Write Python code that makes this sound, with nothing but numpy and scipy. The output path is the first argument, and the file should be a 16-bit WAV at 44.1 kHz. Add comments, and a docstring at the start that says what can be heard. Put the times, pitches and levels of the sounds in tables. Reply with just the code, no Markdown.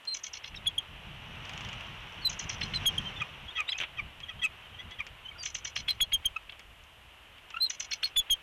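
"""In a tall pine an eagle calls on its nest, close to a fixed microphone that its loudest notes overdrive.
High whistles, near-pure tones, lead into bouts of raspy chirps: paired pitch sweeps with a throat-filtered rasp.
The chirps sink from a squeal to a croak, and most bouts end in piercing peeps, arching tones.
Lower yelps, built from odd and then even harmonics, and faint squeaks come mostly between the bouts.
Filtered noise makes the wind's rush and rumble; decaying noise bursts make the nest's sticks tick, clack and crack."""
import sys
import numpy as np
from scipy import signal
from scipy.fft import rfft, irfft, next_fast_len
from scipy.io import wavfile
from scipy.ndimage import uniform_filter1d, map_coordinates

SR = 44100
rng = np.random.default_rng(int(sys.argv[2]) if len(sys.argv) > 2 else 0)


def output_pcm(signal):
    """Save a mono or channel-first signal as 16-bit PCM at the path in sys.argv[1].

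    Samples are clipped to [-1, 1] before scaling.
    """
    pcm = np.clip(np.atleast_2d(signal).T, -1, 1) * 32767
    wavfile.write(sys.argv[1], SR, np.round(pcm).astype(np.int16))


N = 371322

# Wind pressure on the microphone. Each row: time in seconds, level in dB.
BUFFET_LEVELS = [(0, -78), (.33, -62.5), (.6, -46.5), (.8, -53.5), (1.05, -47.5), (1.6, -44.5),
                 (2.15, -50.5), (2.47, -43), (3.02, -40), (3.27, -48), (3.7, -59), (4.0, -49), (4.25, -54),
                 (4.6, -51), (5.5, -55.5), (5.87, -51.5), (6.5, -59), (8.42, -63)]
# Wind in the crown. Each row: time in seconds, level in dB.
BREEZE_LEVELS = [(0, -56.5), (.7, -52), (1.1, -50.5), (1.62, -45), (2.05, -48), (2.45, -46), (2.95, -43.5),
                 (3.4, -49.5), (4.2, -53.5), (4.7, -52.5), (5.2, -54.5), (5.8, -53.5), (6.9, -58),
                 (8.42, -53.5)]
# Noise spectrum of strong buffeting. Each row: frequency in Hz, relative density in dB.
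RUMBLE_SPECTRUM = [(20, -31), (35, 1), (60, -6.5), (90, -1), (160, -5.5), (250, -15.5), (500, -27.5),
                   (900, -46)]
# Noise spectrum of air rushing through the crown. Each row: frequency in Hz, relative density in dB.
RUSH_SPECTRUM = [(180, -38), (300, -13.5), (477, -10), (630, -6.5), (823, -5.5), (1010, -4.5), (1610, -6.5),
                 (2280, -5), (2880, 0.5), (3090, -1), (4800, -30), (6240, -81), (10600, -120)]
# Noise spectrum of the hissing needles. Each row: frequency in Hz, relative density in dB.
NEEDLE_SPECTRUM = [(3500, -7), (4600, -7), (5800, 4), (7200, -12.5), (8500, -16), (13000, -30),
                   (15000, -38)]
# Noise spectrum of the steady microphone hiss. Each row: frequency in Hz, relative density in dB.
MIC_HISS_SPECTRUM = [(100, 19.5), (8000, 1.5), (13500, 1), (14500, -23), (15300, -37)]
# Single ticks and cracks of the sticks. Each row: start in seconds, level in dB, extra level of the tick in dB.
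STICK_HITS = [(0.0523, -39.5, -3.5), (1.8083, -34, -13), (4.2028, -34, -9.5), (4.9107, -35.5, -7),
              (5.0669, -32.5, -6.5), (6.5226, -34.5, -26), (6.5944, -35, -8.5), (6.837, -54, 2),
              (7.383, -41, -22), (7.5044, -34, -8.5)]
# Quick runs of stick ticks, or of low rough clacks. Each row: start in seconds, number of hits, gap in seconds,
# level in dB, extra level of the tick in dB.
STICK_RUNS = [(1.4536, 4, .0408, -33.5, -6.5), (1.606, 4, .0415, -31, -7.5), (3.8018, 4, 0.011, -23, -47)]
# Noise spectrum of a thin stick's tick. Each row: frequency in Hz, relative density in dB.
TWIG_SPECTRUM = [(2500, 1), (4300, 6), (6500, 5), (7400, 1), (8200, -18), (14000, -29)]
# Noise spectrum of sticks knocking. Each row: frequency in Hz, relative density in dB.
KNOCK_SPECTRUM = [(100, -16), (700, -15.5), (1500, -10), (2600, 0), (3300, -1), (4500, -34)]
# Whistles. Each row: start in seconds, length in seconds, first pitch in Hz, last pitch in Hz, level in dB.
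WHISTLE_NOTES = [(0.069, 0.039, 4185, 4013, -31), (0.099, 0.053, 4130, 4050, -34),
                 (0.552, 0.018, 5640, 5160, -46), (0.561, 0.022, 4050, 3480, -47),
                 (2.212, 0.042, 4430, 4100, -49), (2.244, .04, 4050, 3885, -23),
                 (2.624, 0.026, 4060, 4200, -35), (2.735, 0.048, 4180, 3860, -32),
                 (3.675, 0.034, 3540, 4056, -29), (3.697, .028, 5000, 4920, -47.5),
                 (3.717, 0.0198, 3490, 3000, -31), (3.735, 0.05, 2400, 2570, -40),
                 (5.375, 0.043, 5150, 5900, -59), (5.377, 0.068, 4760, 4500, -44.5),
                 (5.768, 0.043, 4240, 3970, -45.5), (5.881, 0.044, 4190, 3950, -29.5),
                 (6.006, 0.041, 4090, 4130, -37), (7.546, .06, 1290, 1384, -44.5),
                 (7.598, 0.07, 3970, 4170, -23), (7.662, 0.0083, 3970, 3740, -28),
                 (7.915, 0.019, 4150, 4310, -33), (8.03, 0.039, 4245, 4200, -25.5)]
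# Raspy chirps. Each row: time in seconds, strength in dB.
CHIRP_NOTES = [(0.147, -5.5), (0.241, -5), (0.338, -7), (0.442, -6), (0.546, -11.5), (0.659, -7.5),
               (2.3, -3.5), (2.397, -2.5), (2.498, -1.5), (2.614, 1), (2.737, -1), (2.857, 0), (3.689, -2),
               (3.727, -5.5), (3.785, 2), (5.435, -3.5), (5.459, 2.5), (5.551, 2.5), (5.652, .5),
               (5.762, 3.5), (5.883, 1), (5.907, -2.5), (6.004, 2), (6.121, -0.5), (6.246, -9.5),
               (6.494, -9.5), (7.703, 1.5), (7.804, 0.5), (7.915, -1), (8.031, 4), (8.057, -10.5),
               (8.163, 0), (8.298, -6.5)]
# Bouts of chatter. Each row: start in seconds, time until the voice drops in seconds, squeal and rasp gain in dB.
CHATTER_BOUTS = [(0.1, 0.23, 2), (2.251, 0.26, 1), (3.75, .12, -10.5), (5.401, 0.31, -3), (7.652, 0.23, -1)]
# Resonances of windpipe and open beak. Each row: centre in Hz, width in Hz, gain in dB.
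THROAT_RESONANCES = [(2235, 25, 5.5), (2815, 464, 1.5), (3310, 150, 5), (4200, 160, 2), (5160, 43, 3.5),
                     (5960, 230, 11), (6950, 300, 12.5)]
# Peeps, from faint squeaks to piercing cries. Each row: start in seconds, length in seconds, pitch in Hz, level in dB.
PEEP_NOTES = [(0.663, 0.027, 3368, -19.5), (0.778, 0.015, 3270, -20), (2.852, 0.046, 3267, -15.5),
              (2.978, 0.013, 3235, -22.5), (3.037, 0.072, 3114, -37), (3.15, 0.048, 3530, -44),
              (3.474, 0.033, 3300, -41), (3.499, 0.026, 3580, -44.5), (4.228, 0.021, 3260, -38),
              (4.388, 0.021, 3190, -42.5), (4.739, 0.022, 3110, -45.5), (5.242, .043, 3030, -42.5),
              (5.28, 0.022, 3116, -40.5), (5.309, 0.017, 2230, -45), (5.353, 0.02, 1430, -50),
              (5.875, 0.031, 3310, -27), (6.004, 0.033, 3340, -14), (6.126, 0.035, 3244, -14),
              (6.252, 0.018, 3210, -16.5), (8.156, 0.058, 3425, -15), (8.298, 0.045, 3247, -12)]
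# Yelps. Each row: start in seconds, length in seconds, last pitch in Hz, odd-harmonic level in dB,
# even-harmonic level in dB, extra gain of the second harmonic in dB.
YELP_NOTES = [(3.198, 0.0364, 560, -33, -32, 1.5), (3.546, 0.087, 537, -33, -31, -0.5),
              (3.967, 0.045, 490, -40.5, -33, -5), (4.281, 0.045, 590, -35, -47.5, 3),
              (4.414, 0.061, 604, -28.5, -26, -10.5), (4.78, 0.068, 710, -39, -62, 2),
              (4.895, 0.1, 745, -45, -66, 0), (4.983, 0.0408, 480, -40.5, -34.5, -6),
              (6.354, 0.0227, 604, -57, -31.5, 2), (7.532, 0.023, 644, -61, -42, 7),
              (7.554, .028, 715, -59, -37.5, 4)]
# Odd harmonics of a yelp. Each row: harmonic number, relative level in dB.
YELP_ODD_HARMONICS = [(3, -8), (5, -3), (7, -33), (9, -27), (11, -53)]
# Even harmonics of a yelp. Each row: harmonic number, relative level in dB.
YELP_EVEN_HARMONICS = [(2, -5.5), (4, 2.5), (6, -22.5), (8, -30), (10, -31)]
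# Echoes from trunk and branches. Each row: delay in seconds, level in dB.
BRANCH_ECHOES = [(.0085, -13), (0.0146, -48), (0.02, -25.5)]

DROP_S = 0.0384  # how gradually the voice drops within a bout
SQUEAL_HZ, SQUEAL_DROP_HZ = 6143, 848  # pitch of the early squeals, and how far it sinks
# after the drop the squeal dies first, the rasp later
SQUEAL_FADE_DB_PER_S, RASP_FADE_DB_PER_S, RASP_HOLD_S = 132, 54, 0.032
CROAK_GAIN_DB = 6.5  # the croak takes over as the voice drops
PEEP_SAG = 0.055  # share of its pitch that a peep loses by its end
YELP_HZ = 651.5  # every yelp starts from this pitch
TOP_HZ = 15850  # upper band limit of the microphone signal


def amp(db):
    """Level law: decibels to amplitude gain."""
    return 10 ** (np.asarray(db) / 20)


def unit(x):
    """Normalisation: scale to rms 1."""
    return x / np.sqrt(np.mean(x ** 2) + 1e-20)


def add(track, s, sound):
    """Superposition: mix a sound into the track at s seconds."""
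    i = max(round(s * SR), 0)
    track[i:i + len(sound)] += sound[:len(track) - i]


def wobble(rate, n):
    """Band-limited fluctuation: a smooth random curve with rate knots a second."""
    knots = rng.standard_normal(int(n * rate / SR) + 4)
    return map_coordinates(knots, [np.arange(n) * rate / SR])


def filtered(x, response):
    """Linear filtering: the spectrum of x times a response of frequency."""
    m = next_fast_len(len(x) + SR // 10)
    return irfft(rfft(x, m) * response(np.fft.rfftfreq(m, 1 / SR)), m)[:len(x)]


def noise(spectrum, n):
    """Spectral shaping: white noise coloured by (Hz, dB) points, at rms 1."""
    f, db = np.transpose(spectrum)

    def response(hz):
        return amp(np.interp(np.log(hz + 1), np.log(f), db, right=-120))

    return unit(filtered(rng.standard_normal(n), response))


def phase(hz):
    """Frequency modulation: phase is the running integral of a changing pitch."""
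    return 2 * np.pi * np.cumsum(hz) / SR


def swell(t, centre, width):
    """Gaussian envelope: a bell-shaped rise and fall."""
    return np.exp(-.5 * ((t - centre) / width) ** 2)


def wind(rumble_db=-1, rush_db=1, needles_db=-58, needles_growth=2.17, crackle_db=3, lumps_db=3.0,
         flutter_db=0.55, hiss_db=-65.5):
    """Turbulence: gusts buffet the microphone and rush through the needles, over a steady faint hiss."""
    t = np.arange(N) / SR
    buffet = np.interp(t, *np.transpose(BUFFET_LEVELS))
    breeze = np.interp(t, *np.transpose(BREEZE_LEVELS))
    # stronger gusts shed smaller eddies, so the rumble rises in pitch
    strength = np.clip((buffet + 56) / 10, 0, 1)
    small_eddies = np.sqrt(strength) * noise(RUMBLE_SPECTRUM, N)
    deep_spectrum = [(20, -0.5), (70, 4.0), (130, -6.5), (250, -22.0), (500, -40)]
    large_eddies = np.sqrt(1 - strength) * noise(deep_spectrum, N)
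    eddies = (small_eddies + large_eddies) * amp(lumps_db * wobble(22, N))
    rumble = amp(buffet + rumble_db) * unit(eddies)
    air = amp(breeze + rush_db + flutter_db * wobble(25, N)) * noise(RUSH_SPECTRUM, N)
    # the needles' hiss and crackle grow faster than the wind, so they stand out near the top of a gust
    crackle = unit(amp(crackle_db * wobble(700, N)) * noise(NEEDLE_SPECTRUM, N))
    fizz = amp(needles_db + needles_growth * (breeze - breeze.max())) * crackle
    return rumble + air + fizz + amp(hiss_db) * noise(MIC_HISS_SPECTRUM, N)


def stick_hits(scatter=0.0195, scatter_db=-1.5):
    """Repeated impact: single hits and slightly uneven quick runs, as (start s, level dB, extra tick dB)."""
    hits = list(STICK_HITS)
    for s, count, gap, db, treble_db in STICK_RUNS:
        for k in range(round(count)):
            when = s + gap * (k + scatter * rng.standard_normal())
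            hits.append((when, db + scatter_db * rng.standard_normal(), treble_db))
    return hits


def sticks(tick_t60=0.021, knock_t60=0.056, tick_db=-4, knock_db=-8, faint_db=-58, count=22):
    """Impact and damping: dry sticks knock, thin ones add a bright tick, and faint clicks scatter at random."""
    out = np.zeros(N)
    t = np.arange(SR // 20) / SR
    for s, db, treble_db in stick_hits():
        tick = amp(tick_db + treble_db - 60 * t / tick_t60) * noise(TWIG_SPECTRUM, len(t))
        knock = amp(knock_db - 60 * t / knock_t60) * noise(KNOCK_SPECTRUM, len(t))
        add(out, s, amp(db) * (tick + knock))
    for when, weight in rng.random((count, 2)):
        click = amp(faint_db + 5.3 * weight - 60 * t / 0.0017) * noise(TWIG_SPECTRUM, len(t))
        add(out, when * N / SR, click)
    return out


def syrinx(hz, db, octave_db=-29, rasp_db=-25):
    """Self-sustained oscillation: a nearly pure tone with a quick tremor and a faint rasp on it."""
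    n = len(hz)
    jitter, flutter_db = .008, .9  # share of the pitch; dB
    turn = phase(hz * (1 + jitter * wobble(341, n)))
    rasp = amp(rasp_db) * wobble(2200, n) * np.cos(turn)
    tone = np.sin(turn) + amp(octave_db) * np.sin(2 * turn) + rasp
    return np.sqrt(2) * amp(db + flutter_db * wobble(244, n)) * tone


def whistles(arch=0.019, edge=0.76, broken_db=3.5, broken_rate=190):
    """Pitch glide: thin arching notes, nearly all high, open a bout, sound on through it or join into a wail."""
    out = np.zeros(N)
    for s, length, first_hz, last_hz, db in WHISTLE_NOTES:
        u = np.linspace(0, 1, round(length * SR))
        hz = (first_hz + (last_hz - first_hz) * u) * (1 + arch * np.sin(np.pi * u))
        # a whistle that starts together with a chirp is shaken by it
        shaken = any(abs(s - chirp_s) < .016 for chirp_s, _ in CHIRP_NOTES)
        level = db + shaken * broken_db * wobble(broken_rate, len(u))
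        note = syrinx(hz, level, octave_db=-26, rasp_db=-19 if shaken else -28)
        add(out, s, note * signal.windows.tukey(len(u), edge))
    return out


def throat(hz):
    """Resonance: parallel band-pass modes of the windpipe and the open beak, alternating in sign."""
    response = 0
    for k, (centre, width, db) in enumerate(THROAT_RESONANCES):
        damping = 1j * hz * width
        response = response + (-1) ** k * amp(db) * damping / (centre * centre - hz * hz + damping)
    return response


def chirp_voice(s):
    """Register change: squeal Hz and squeal, croak and rasp dB at time s, as a bout drops to a croak."""
    start, high_s, bright_db = [bout for bout in CHATTER_BOUTS if bout[0] <= s][-1]
    late = s - start - high_s
    dropped = (1 + np.tanh(late / (2 * DROP_S))) / 2
    squeal_hz = SQUEAL_HZ - SQUEAL_DROP_HZ * dropped
    squeal_db = bright_db - SQUEAL_FADE_DB_PER_S * max(late, 0)
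    rasp_db = bright_db - RASP_FADE_DB_PER_S * max(late - RASP_HOLD_S, 0)
    return squeal_hz, squeal_db, CROAK_GAIN_DB * dropped, rasp_db


def chirps(squeal_s=0.0032, croak_s=0.0029, squeal_fall=13, croak_rise=38, squeal_rough=0.055, croak_rough=0.12,
           squeal_db=-28, croak_db=-34, scrape_db=-42, tail_db=-45, tail_s=0.0485, throb_rate=60, throb_db=6.0):
    """Two-voiced source and filter: a falling squeal and rising croak snap open, then trail off in a rasp."""
    out = np.zeros(N)
    lead = .015  # seconds before the snap
    t = np.arange(SR // 10) / SR - lead
    n = len(t)
    glide = lead * np.tanh(t / lead)  # the sweeps level off away from the snap
    scrape_spectrum = [(300, 0), (1000, 6.0), (2200, 23.5), (3500, 8.5), (4600, 3), (6000, -26.0), (8000, -12)]
    for s, strength_db in CHIRP_NOTES:
        hz, high_db, low_db, rasp_db = chirp_voice(s)
        # the two sides of the syrinx sweep in opposite directions, both unsteadily
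        squeal_hz = hz * np.exp(-squeal_fall * glide) * (1 + squeal_rough * wobble(2920, n))
        croak_hz = 2700 * np.exp(croak_rise * glide) * (1 + croak_rough * wobble(2470, n))
        squeal = amp(high_db + squeal_db) * np.sin(phase(squeal_hz))
        croak = amp(croak_db) * np.sin(phase(croak_hz))
        scrape = amp(scrape_db) * noise(scrape_spectrum, n)
        attack = squeal * swell(t, 0, squeal_s)
        attack += amp(low_db) * (croak + scrape) * swell(t, 0.0034, croak_s)

        # the rasp rings in the throat and reaches only a little higher than the squeal
        def reach(f):
            return 1 / (1 + (f / (1.078 * hz)) ** 20)

        hiss = unit(filtered(rng.standard_normal(n), lambda f: throat(f) * reach(f)))
        # its voiced part is a set of wavering partials that sink together as the note fades
        sink = np.exp(-.8 * (t - tail_s / 2))
        partials = [amp(db) * reach(centre) * np.sin(phase(centre * sink + width * wobble(452.0, n)))
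                    for centre, width, db in THROAT_RESONANCES]
        rasp = unit(unit(sum(partials)) + hiss)
        onset = np.clip(t / 0.0021, 0, 1)
        decay = amp(-110 * (t - tail_s / 2) + 4.1 * wobble(104, n))  # 110 dB per second, unsteady
        shape = onset * decay / (1 + (t / tail_s) ** 10)
        # each chirp throbs at its own rate
        throb_hz = throb_rate * (1 + 0.24 * rng.standard_normal())
        throb = amp(throb_db * np.cos(2 * np.pi * t * throb_hz))
        tail = amp(rasp_db + tail_db) * rasp * shape * throb
        add(out, s - lead, amp(strength_db) * (attack + tail))
    return out


def peeps(arch=.018, edge=0.98):
    """Pressure-dependent pitch: short notes arch a little as the pressure swells, then sag."""
    out = np.zeros(N)
    for s, length, hz, db in PEEP_NOTES:
        u = np.linspace(0, 1, round(length * SR))
        bend = 1 + arch * np.sin(np.pi * u) - PEEP_SAG * u ** 2
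        add(out, s, syrinx(hz * bend, db) * signal.windows.tukey(len(u), edge))
    return out


def yelps(flutter_db=2, rough=.25, arch=0.018, odd_at=0.32, odd_width=0.16, even_at=0.61, even_width=0.15):
    """Harmonic series: odd harmonics peak first, then the voice flips up an octave onto the even ones."""
    out = np.zeros(N)
    for s, length, last_hz, odd_db, even_db, second_db in YELP_NOTES:
        n = round(length * SR)
        u = np.linspace(0, 1, n)
        hz = (YELP_HZ + (last_hz - YELP_HZ) * u ** 2) * (1 + arch * np.sin(np.pi * u))
        turn = phase(hz * (1 + .017 * wobble(600, n)))
        odd = sum(amp(db) * np.sin(round(k) * turn) for k, db in YELP_ODD_HARMONICS)
        even = sum(amp(db + second_db * (round(k) == 2)) * np.sin(round(k) * turn)
                   for k, db in YELP_EVEN_HARMONICS)
        voice = amp(odd_db) * swell(u, odd_at, odd_width) * odd
        voice += amp(even_db) * swell(u, even_at, even_width) * even
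        hoarse = amp(flutter_db * wobble(315, n)) * (1 + rough * wobble(1091, n))
        add(out, s, np.sqrt(2) * voice * hoarse * signal.windows.tukey(n, .2))
    return out


def treetop(x, t60=0.13, wet_db=-33):
    """Reflection and scattering: trunk and branches give quick echoes, the crown a faint short tail."""
    t = np.arange(SR // 2) / SR
    tail = noise([(300, -36), (3500, -13), (6000, 34), (12000, -14)], len(t)) * amp(-60 * t / t60)
    response = amp(wet_db) * tail / np.linalg.norm(tail)
    response[0] = 1  # direct sound
    for delay, db in BRANCH_ECHOES:
        response[round(delay * SR)] += amp(db)
    return signal.fftconvolve(x, response)[:N]


def scene():
    """Superposition: eagle and sticks share the treetop's echoes, and the wind is added without them."""
    eagle = whistles() + chirps() + peeps() + yelps()
    return (treetop(eagle + sticks()) + wind())[None]


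def record(dry, ceiling=0.076, lopsided=0.66, knee=0.12):
    """Nonlinear distortion: the preamplifier clips; overdrive shifts its bias, adding even harmonics and a thump."""
    x = signal.resample_poly(dry[0], 2, 1)  # doubled rate limits aliasing
    drive = np.sqrt(2 * np.abs(uniform_filter1d(x ** 2, size=180)))  # running level over about 2 ms
    x = x + lopsided * np.maximum(drive - knee, 0)
    clipped = x / (1 + np.abs(x / ceiling) ** 10) ** (1 / 10)
    x = signal.resample_poly(clipped, 1, 2)
    coupled = filtered(x, lambda hz: 1j * hz / (1j * hz + 24))  # high-pass at 24 Hz
    return filtered(coupled, lambda hz: hz < TOP_HZ)[None]


dry = scene()
out = record(dry)
output_pcm(out)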